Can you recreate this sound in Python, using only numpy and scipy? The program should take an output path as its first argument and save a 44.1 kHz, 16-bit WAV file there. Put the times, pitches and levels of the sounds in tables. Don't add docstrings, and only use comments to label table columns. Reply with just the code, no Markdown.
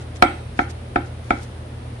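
import sys
import numpy as np
from scipy import signal
from scipy.fft import rfft, irfft
from scipy.io import wavfile

SR = 44100
rng = np.random.default_rng(int(sys.argv[2]) if len(sys.argv) > 2 else 0)


def bounce(signal):
    frames = np.transpose(np.atleast_2d(signal))
    limited = np.clip(frames, -1, 1)
    pcm = np.round(limited * 32767).astype(np.int16)
    wavfile.write(sys.argv[1], SR, pcm)


N = 88200

# start_s, modes_db, contact_cutoff_hz, crush_db, blade_db
BLOWS = [(-.14, 6.5, 1723, 0, -30), (0.2227, 8.5, 3100, 1.5, -18), (.590, 2.5, 1830, -10.5, -28.5),
         (0.9579, 3, 1480, -11, -38), (1.3052, 4.5, 1460, -9, -40)]
# pitch_hz, level_db, t60_s
COUNTER_MODES = [(51.2, -29, 0.17), (224.6, -23.5, 0.11), (250.7, -22.5, 0.14), (281.6, -18, 0.13),
                 (308.7, -29, 0.3), (347.2, -22.5, 0.15)]
# pitch_hz, level_db, t60_s, left_over_right_db, left_lead_ms
BOARD_MODES = [(569.5, -32.5, 0.096, -18, 1), (723.7, -13, 0.072, 2.5, -0.19),
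               (806, -15, 0.057, -10, -0.67), (903, -22, 0.04, 19, -0.28), (1240, -22, 0.042, -19, -0.71),
               (1328.5, -6.5, 0.037, 6, -0.12), (1479.5, -17, 0.031, 26.5, -0.241),
               (1620, -27, 0.066, 14, -0.019), (1781.5, -11, 0.031, -9.5, 0.18),
               (2106, -10.5, 0.013, -16.5, 0.349), (2198, -9, 0.025, 9.5, 0.178),
               (2269, -14, 0.017, 19, 0.11), (2496, -13, 0.013, -19, 0.0024),
               (3195, -17.5, 0.028, 6, 0.053)]
# pitch_hz, level_db, t60_s, left_lead_ms
BLADE_MODES = [(1363, 5.5, 0.14, -0.047), (1430, -5, .25, 0.25), (2230, -4, 0.04, 0.2),
               (2260, -3.5, 0.11, 0.074), (2250, -12, 0.14, -0.26)]
# centre_hz, level_db
CRUSH_COLOUR = [(300, -12), (700, 15), (1500, 0.5), (2500, 1), (3500, -15), (4300, -21.5), (5500, -9),
                (9000, -5), (12000, -45)]
# centre_hz, t60_s
CRUSH_DECAY = [(300, 0.11), (1500, 0.052), (3000, 0.087), (6000, 0.01)]
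# centre_hz, t60_s
ROOM_DECAY = [(150, 0.11), (350, 0.57), (700, 0.4), (1400, 0.33), (2500, 0.37), (5000, 0.66)]
# centre_hz, level_db
ROOM_TINT = [(150, -16), (300, -10), (600, -2), (1000, -3), (1400, 0), (2500, 1.5), (5000, -2)]
# pitch_hz, level_db (rms), waver_db (spread), waver_cutoff_hz
HUM_TONES = [(53, -47, 3, 8), (81.3, -36.5, 2, 6), (119.4, -38, 1.2, 5), (240, -51, 2, 5)]
# pitch_hz, level_db (per Hz)
HISS_SPECTRUM = [(25, -12), (60, -3.5), (100, 8), (150, -2), (230, -3.5), (400, -5), (600, -6.5),
                 (1000, -13), (2000, -18.5), (3500, -22.5), (5500, -29.5), (7500, -35.5), (9500, -25.5),
                 (10800, -32.5), (12000, -44)]
# centre_s, half_length_s, level_db (at swell peak), centre_hz
SLICE_RUSTLES = [(0.018, 0.017, -50, 3380), (0.165, 0.012, -43.5, 2800), (0.22, 0.0025, -45, 2580),
                 (0.576, 0.012, -52.5, 3970), (0.614, 0.035, -47, 2820), (.706, .013, -42.5, 3330),
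                 (1.064, 0.02, -52.5, 3500), (1.248, 0.012, -61, 4030), (1.304, 0.0015, -40, 2120),
                 (1.357, 0.11, -50.5, 2980), (1.432, 0.016, -45, 4900)]
# pitch_hz, level_db
WHITE = [(20, 0), (20000, 0)]

LEAD_IN = SR // 4
MODE_SCATTER_DB = 1.5
THUD_LOW_HZ = 180
STRIKE_RISE_S, CRUSH_RISE_S = 0.0019, 0.00085
BOARD_RISE_CYCLES = 1
CRUSH_CUTOFF_RATIO, CRUSH_CUTOFF_MAX_HZ = 3.24, 18000
ROOM_DB, ROOM_GAP_S, ROOM_RISE_S = -9, 0.0022, 0.0013
HISS_DB = -38.5
GRAINS_PER_S, RUSTLE_SPAN = 1500, 2.3
MIC_SPACING_M, SOUND_M_PER_S, RIGHT_DB = 0.21, 343, 0.07
OVERLOAD_PEAK = 0.99
MIC_STOP_HZ, FINAL_STOP_HZ = 12820, 17000


def amp(db):
    return 10 ** (np.asarray(db) / 20)


def rms_one(x):
    return x / np.sqrt(np.mean(x ** 2) + 1e-20)


def at_hz(points, hz):
    points = np.array(points)
    return np.interp(np.log(hz), np.log(points[:, 0]), points[:, 1])


def filtered(x, cutoff_hz, kind):
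    return signal.sosfilt(signal.butter(2, cutoff_hz, kind, fs=SR, output="sos"), x)


def drift(cutoff_hz):
    step = 40
    r = np.exp(-2 * np.pi * step * cutoff_hz / SR)
    noise = rng.standard_normal(N // step + 2002)
    slow = rms_one(signal.lfilter([1], [1, -2 * r, r * r], noise)[2000:])
    return np.interp(np.arange(N) / step, np.arange(len(slow)), slow)


def diffuse(size, spectrum):
    hz = np.maximum(np.fft.rfftfreq(size, 1 / SR), 1)
    alike = np.sinc(2 * hz * MIC_SPACING_M / SOUND_M_PER_S)
    mid, side = rfft(rng.standard_normal((2, size))) * amp(at_hz(spectrum, hz))
    left_right = np.sqrt(1 + alike) * mid + np.sqrt(1 - alike) * side * [[1], [-1]]
    return rms_one(irfft(left_right, size))


def dying_noise(noise, decay, colour):
    t = np.arange(noise.shape[1]) / SR
    out = 0
    for low_hz in 80 * 2 ** np.arange(0, 7.5, 0.5):
        centre_hz = low_hz * 1.19
        envelope = amp(at_hz(colour, centre_hz) - 60 * t / at_hz(decay, centre_hz))
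        out = out + filtered(noise, [low_hz, low_hz * np.sqrt(2)], "band") * envelope
    return out


def counter_thud(t, scatter_db):
    rise = 1 - np.exp(-t / STRIKE_RISE_S)
    modes = [amp(level_db + odd_db - 60 * t / t60_s) * np.sin(2 * np.pi * hz * t) * rise
             for (hz, level_db, t60_s), odd_db in zip(COUNTER_MODES, scatter_db)]
    return modes[0] - filtered(sum(modes[1:]), THUD_LOW_HZ, "high")


def board_ring(t, scatter_db):
    out = np.zeros((2, len(t)))
    for k, (hz, level_db, t60_s, pan_db, lead_ms) in enumerate(BOARD_MODES):
        delay_s = np.array([[-lead_ms], [lead_ms]]).clip(0) / 1000
        late = np.maximum(t - delay_s, 0)
        side_db = pan_db * np.array([[0.5], [-0.5]])
        envelope = amp(level_db + scatter_db[k] + side_db - 60 * late / t60_s)
        rise = 1 - np.exp(-late * hz / BOARD_RISE_CYCLES)
        out -= (-1) ** k * envelope * rise * np.sin(2 * np.pi * hz * late)
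    return out


def soft_contact(x, contact_hz):
    r = np.exp(-2 * np.pi * contact_hz / SR)
    return signal.lfilter([(1 - r) ** 2], [1, -2 * r, r * r], x)


def crush_burst(t, contact_hz):
    burst = dying_noise(diffuse(len(t), WHITE), CRUSH_DECAY, CRUSH_COLOUR)
    burst = burst * np.minimum(t / CRUSH_RISE_S, 1)
    return filtered(burst, min(contact_hz * CRUSH_CUTOFF_RATIO, CRUSH_CUTOFF_MAX_HZ), "low")


def blade_ring(t):
    out = 0
    for hz, level_db, t60_s, lead_ms in BLADE_MODES:
        shifted = t + lead_ms * np.array([[1], [0]]) / 1000
        out = out + amp(level_db - 60 * t / t60_s) * np.sin(2 * np.pi * hz * shifted)
    return out * np.minimum(t / STRIKE_RISE_S, 1)


def chops():
    out = np.zeros((2, N + 2 * SR))
    t = np.arange(SR // 3) / SR
    scatter = rng.normal(0, MODE_SCATTER_DB, (len(BLOWS), len(BOARD_MODES) + len(COUNTER_MODES)))
    for (start_s, modes_db, contact_hz, crush_db, blade_db), odd_db in zip(BLOWS, scatter):
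        board_db, counter_db = np.split(odd_db, [len(BOARD_MODES)])
        modes = soft_contact(counter_thud(t, counter_db) + board_ring(t, board_db), contact_hz)
        blow = amp(modes_db) * modes
        blow = blow + amp(crush_db) * crush_burst(t, contact_hz)
        blow = blow + amp(blade_db) * blade_ring(t)
        i = int(start_s * SR) + LEAD_IN
        out[:, i:i + len(t)] += blow
    return out[:, :N + LEAD_IN]


def room(x):
    t = np.arange(SR) / SR
    tail = dying_noise(diffuse(SR, WHITE), ROOM_DECAY, ROOM_TINT)
    tail = tail * np.clip((t - ROOM_GAP_S) / ROOM_RISE_S, 0, 1)
    tail = tail / np.sqrt(np.sum(tail ** 2, axis=1, keepdims=True))
    return amp(ROOM_DB) * signal.fftconvolve(x, tail, axes=1)[:, :x.shape[1]]


def hum():
    t = np.arange(N) / SR
    out = 0
    for hz, level_db, waver_db, waver_hz in HUM_TONES:
        level = np.sqrt(2) * amp(level_db + waver_db * drift(waver_hz))
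        out = out + level * np.sin(2 * np.pi * (hz * t + rng.random()))
    return out


def hiss():
    return amp(HISS_DB) * diffuse(N, HISS_SPECTRUM)


def rustles():
    t = np.arange(N) / SR
    size = amp(3.2 * np.minimum(rng.exponential(1, (2, N)), 4))
    sign = rng.choice([-1, 1], (2, N))
    grains = size * sign * (rng.random((2, N)) < GRAINS_PER_S / SR)
    out = 0
    for centre_s, half_s, level_db, hz in SLICE_RUSTLES:
        swell = np.exp(-((t - centre_s) / half_s) ** 2)
        texture = rms_one(filtered(grains, [hz / RUSTLE_SPAN, hz * RUSTLE_SPAN], "band"))
        out = out + amp(level_db) * swell * texture
    return out


def scene():
    blows = chops()
    return (blows + room(blows))[:, LEAD_IN:] + hum() + hiss() + rustles()


def record(dry):
    x = signal.sosfilt(signal.cheby2(6, 30, MIC_STOP_HZ, fs=SR, output="sos"), dry)
    x = x * amp([[0], [RIGHT_DB]]) / OVERLOAD_PEAK
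    x = OVERLOAD_PEAK * x / (1 + np.abs(x) ** 20) ** (1 / 20)
    return signal.sosfilt(signal.cheby2(12, 70, FINAL_STOP_HZ, fs=SR, output="sos"), x)


dry = scene()
out = record(dry)
bounce(out)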